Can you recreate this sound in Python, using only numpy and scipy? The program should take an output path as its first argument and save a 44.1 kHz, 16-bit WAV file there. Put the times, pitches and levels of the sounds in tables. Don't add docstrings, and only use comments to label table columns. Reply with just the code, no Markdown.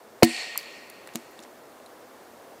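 import sys
import numpy as np
from scipy import signal
from scipy.io import wavfile

SR = 44100
rng = np.random.default_rng(int(sys.argv[2]) if len(sys.argv) > 2 else 0)


def voltage_ratio(decibels):
    exponent = np.asarray(decibels, float) / 20
    return 10 ** exponent


def int16_out(signal):
    q = np.round(np.clip(np.atleast_2d(signal).T, -1, 1) * 32767)
    wavfile.write(sys.argv[1], SR, q.astype(np.int16))


N = 114660


def rms_one(x):
    return x / np.sqrt(np.mean(x ** 2) + 1e-20)


def in_time(rows):
    return np.interp(np.arange(N) / SR, *np.transpose(rows))


def at_hz(points, hz):
    points = np.array(points)
    return np.interp(np.log(hz), np.log(points[:, 0]), points[:, 1])


def drift(rate_hz):
    pole = np.exp(-80 * np.pi * rate_hz / SR)
    white = rng.standard_normal(N // 40 + 2002)
    slow = signal.lfilter([1], [1, -2 * pole, pole * pole], white)[2000:]
    return np.interp(np.arange(N) / 40, np.arange(len(slow)), rms_one(slow))


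def ring(clicks, hz, t60):
    pole, turn = voltage_ratio(-60 / (t60 * SR)), 2 * np.pi * hz / SR
    return signal.lfilter([0, np.sin(turn)], [1, -2 * pole * np.cos(turn), pole * pole], clicks + 1e-18)


def resonance(x, hz, width):
    pole = np.exp(-np.pi * width / SR)
    top = np.array([1, 0, -1]) * (1 - pole * pole) / 2
    return signal.lfilter(top, [1, -2 * pole * np.cos(2 * np.pi * hz / SR), pole * pole], x)


def banded_noise(spectrum, patchy_db, shape=lambda hz: 0):
    out, edges = 0, 22 * 2 ** np.arange(0, 9.8, 1 / 3)
    white = rng.standard_normal((2, N))
    for k, (low, high) in enumerate(zip(edges, edges[1:])):
        hz = np.sqrt(low * high)
        sos = signal.butter(2, [low, high], "band", fs=SR, output="sos")
        band = signal.sosfilt(sos, white[k % 2])
        level_db = at_hz(spectrum, hz) + patchy_db * drift(11.1) + shape(hz)
        out = out + band * voltage_ratio(level_db)
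    return out


# pitch in Hz, relative level in dB per Hz.
NIGHT_COLOUR = [(15, -80), (25, -44), (76, -19.5), (146, -14.5), (176, -14.5), (244, -5.5), (376, -3),
                (596, -2), (1760, -14), (2640, -22), (2870, -21.5), (14200, -28), (16200, -26.5)]
# time in seconds, level in dB before a small lift.
NIGHT_COURSE = [(0.0, -52), (0.25, -50.5), (0.38, -50), (0.81, -50.5), (2.45, -50), (2.6, -49.5)]
NIGHT_PATCHY_DB = -0.4


def night():
    lift_db = 0.94
    hush = rms_one(banded_noise(NIGHT_COLOUR, NIGHT_PATCHY_DB))
    return voltage_ratio(in_time(NIGHT_COURSE) + lift_db) * hush


# time in seconds, level in dB.
SCATTER_COURSE = [(.232, -22.5), (.26, -37.5), (.29, -37), (.36, -36), (.41, -33.5), (.47, -38),
                  (.55, -39.5), (.7, -42.5), (1.0, -48), (1.4, -48.5), (2.0, -83)]
# pitch in Hz, relative level in dB per Hz.
ECHO_COLOUR = [(240, -61), (400, -8.5), (719, -7.5), (826, -8.5), (1730, -19), (1840, 4.5), (2020, -2),
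               (2290, 4.5), (3310, -9.5), (4380, -7.5), (5780, -13), (7870, -16.5), (16000, -35)]
# pitch in Hz, loss in dB per second since the blow.
PATH_LOSS = [(400, 47), (1000, 16), (2000, 12), (4400, 16), (7500, 19), (12000, 62)]
# pitch in Hz, width in Hz, level in dB against the wash.
CARRIED_TONES = [(721, 27, -12.5), (1864, 22, -6), (4360, 200, -4.5), (7560, 500, -14), (12500, 980, -22)]
# pitch in Hz, relative level in dB per Hz.
NEAR_COLOUR = [(1760, -33), (3000, -6), (3630, -37), (4300, -13), (5430, -21), (7850, 11), (16200, -19)]
BLOW_S, ECHO_PATCHY_DB = .232, 1.5
NEAR_DB, NEAR_T60_S = -40.5, 0.78


def forest():
    since = np.maximum(np.arange(N) / SR - BLOW_S, 0)
    wash = banded_noise(ECHO_COLOUR, ECHO_PATCHY_DB, lambda hz: -at_hz(PATH_LOSS, hz) * since)
    early = wash[int(.25 * SR):int(.45 * SR)]
    wash = wash / np.sqrt(np.mean(early ** 2))
    for hz, width, db in CARRIED_TONES:
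        tone = resonance(rng.standard_normal(N), hz, width)
        tone = resonance(tone, hz, 3 * width)
        wash = wash + rms_one(tone) * voltage_ratio(db - at_hz(PATH_LOSS, hz) * since)
    near = rms_one(banded_noise(NEAR_COLOUR, ECHO_PATCHY_DB))
    near = near * voltage_ratio(NEAR_DB - 60 * since / NEAR_T60_S)
    return (wash * voltage_ratio(in_time(SCATTER_COURSE)) + near) * (since > 0)


# start in seconds, level in dB, centre in Hz, width in octaves, time to fall by 60 dB in seconds.
NOISE_BURSTS = [(0.2253, -15, 2400, 0.83, 0.011), (.2285, -58, 3500, 1.6, .012),
                (0.231, -14, 5960, 1.56, 0.028), (.2352, -19, 6000, 3.2, .014),
                (.2410, -25, 4500, 2.8, .01), (.2461, -19, 5500, 3.4, .013), (.3645, -26, 4200, .4, .012),
                (.3785, -26, 2700, .5, .012), (.5572, -27, 1144, 0.56, 0.012),
                (0.5805, -46, 10800, 0.84, 0.19), (0.5897, -31.5, 4630, .2, 0.016),
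                (.578, -30, 4750, 0.23, 0.013), (.630, -45, 9000, 1.2, 0.0072),
                (0.8997, -36.5, 8800, 1.3, 0.011), (1.0737, -36.5, 6960, 1.4, 0.0052),
                (1.0748, -34.5, 790, 3.1, 0.012), (1.078, -49, 12500, .6, .012),
                (1.0904, -35, 2120, 1.2, 0.00656), (1.1508, -36.5, 5400, 1.6, 0.0068),
                (1.1567, -19, 3480, 3.7, 0.0078), (1.1563, -29, 7400, 1.7, 0.0043),
                (1.172, -42, 5500, .8, .012), (1.137, -47, 5500, 1.5, .04), (1.160, -37.5, 3880, 2.9, 0.03),
                (1.164, -58, 5000, 1.8, 1), (1.375, -55, 4950, 1.2, 0.0175),
                (1.3912, -38.5, 3200, 0.64, 0.014), (1.3908, -46.5, 7500, 0.61, 0.0113),
                (1.402, -49, 6960, 1.1, 0.018), (1.425, -48, 5370, 1, .04), (1.435, -46, 5370, 1.4, 0.036),
                (1.45, -40, 883, 2.5, 0.009), (1.31, -59, 12500, 0.5, .1), (1.80, -48, 2200, .7, .012),
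                (1.861, -47, 4200, .2, .02), (1.861, -47.5, 8450, 0.63, 0.013)]
BURST_EDGE = 1.81


def noise_bursts():
    out, t = np.zeros(N), np.arange(12000) / SR
    noise = rng.standard_normal((len(NOISE_BURSTS), len(t)))
    noise[:, 0] = BURST_EDGE
    for (s, db, hz, octaves, t60), white in zip(NOISE_BURSTS, noise):
        half = 2 ** (octaves / 2)
        edges = np.clip([hz / half, hz * half], 50, .45 * SR)
        sos = signal.butter(2, edges, "band", fs=SR, output="sos")
        fade = voltage_ratio(-60 * t / t60)
        burst = rms_one(signal.sosfilt(sos, white * fade))
        burst = burst * np.sqrt(np.mean(fade ** 2))
        start = int(s * SR)
        out[start:start + len(t)] += voltage_ratio(db) * burst
    return out


# start in seconds, level in dB, tilt in dB per octave around 2000 Hz.
STEEL_STARTS = [(0.2307, -5.5, -1.5), (.2330, -12, -3), (.2461, -45, .5), (0.5764, -41, 11.5)]
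# pitch in Hz, level in dB against the start's level,
# time to fall by 60 dB in seconds.
HEAD_MODES = [(1862, -21, .3), (1940, -5, .025), (2190, -6, .02), (2400, -5, .02), (3020, -4, .015),
              (4370, -4, .02), (4890, -3, .015), (5780, -5, .012), (7500, -2, .012), (8900, -4, .008),
              (11700, .5, .006), (13700, -9, .005)]


def steel():
    out, (s, level_db, tilt) = 0, np.transpose(STEEL_STARTS)
    for k, (hz, db, t60) in enumerate(HEAD_MODES):
        clicks = np.zeros(N)
        height = voltage_ratio(db + level_db + tilt * np.log2(hz / 2000))
        clicks[(s * SR).astype(int)] = (-1) ** k * height
        out = out + ring(clicks, hz, t60)
    return signal.sosfilt(signal.butter(2, 900, "high", fs=SR, output="sos"), out)


# start in seconds, level in dB, sharpness in Hz,
# share of the free ring time, pitch in Hz below which the knock is thin.
LOG_KNOCKS = [(0.2307, -7, 1500, 0.75, 121), (0.2317, -23, 2500, .9, 99), (1.1502, -36.5, 450, 0.48, 170),
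              (1.1547, -26, 450, .6, 180), (1.392, -43.5, 600, 0.98, 202)]
# pitch in Hz, level in dB against the push,
# free ring time in seconds to fall by 60 dB.
WOOD_MODES = [(153.5, -27, 0.22), (185, -5, 0.028), (237.5, -4, 0.22), (333.2, -1.5, 0.22),
              (378, -17, 0.058), (465, -5.5, 0.041), (604, -6, 0.052), (718, -0.5, 0.073),
              (888, -13, 0.033), (976, -4, 0.038), (1100, 4, 0.011), (1340, -0.5, 0.024), (1500, -3, 0.027)]
WAVE_S, WAVE_DB, WAVE_FROM_HZ, WAVE_TO_HZ = .2233, -1, 1090, 259
WAVE_SINK_S, WAVE_RISE_S, WAVE_FADE_S = 0.0036, .0025, 0.0081


def wood():
    out, t = np.zeros(N), np.arange(SR // 2) / SR
    for s, level_db, sharp_hz, share, thin_hz in LOG_KNOCKS:
        pulse = t * np.exp(-2 * np.pi * sharp_hz * t)
        push = pulse / pulse.sum()
        rung = sum(voltage_ratio(db) * ring(push, hz, t60 * share) for hz, db, t60 in WOOD_MODES)
        rung = signal.sosfilt(signal.butter(3, thin_hz, "high", fs=SR, output="sos"), rung)
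        start = int(s * SR)
        out[start:start + len(t)] -= voltage_ratio(level_db) * rung
    t = np.maximum(np.arange(N) / SR - WAVE_S, 0)
    pitch = WAVE_TO_HZ + (WAVE_FROM_HZ - WAVE_TO_HZ) * np.exp(-t / WAVE_SINK_S)
    rise = 1 - np.exp(-(t / WAVE_RISE_S) ** 2)
    fade = np.exp(-(t / WAVE_FADE_S) ** 2)
    wave = np.sin(2 * np.pi * np.cumsum(pitch * (t > 0)) / SR)
    return out + voltage_ratio(WAVE_DB) * rise * fade * wave


def scene():
    hiss_top = signal.cheby2(14, 40, 15900, fs=SR, output="sos")
    far = signal.sosfilt(hiss_top, night() + forest())
    close = noise_bursts() + steel() + wood()
    return (far + close)[None]


def roll_off(x):
    return signal.sosfilt(signal.butter(12, 16400, fs=SR, output="sos"), x)


def record(dry):
    ceiling, cutoff_hz = 1.5, 17200
    rounded = ceiling * np.tanh(dry / ceiling)
    mix = signal.sosfilt(signal.cheby2(10, 40, cutoff_hz, fs=SR, output="sos"), rounded)
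    return roll_off(mix)


dry = scene()
out = record(dry)
int16_out(out)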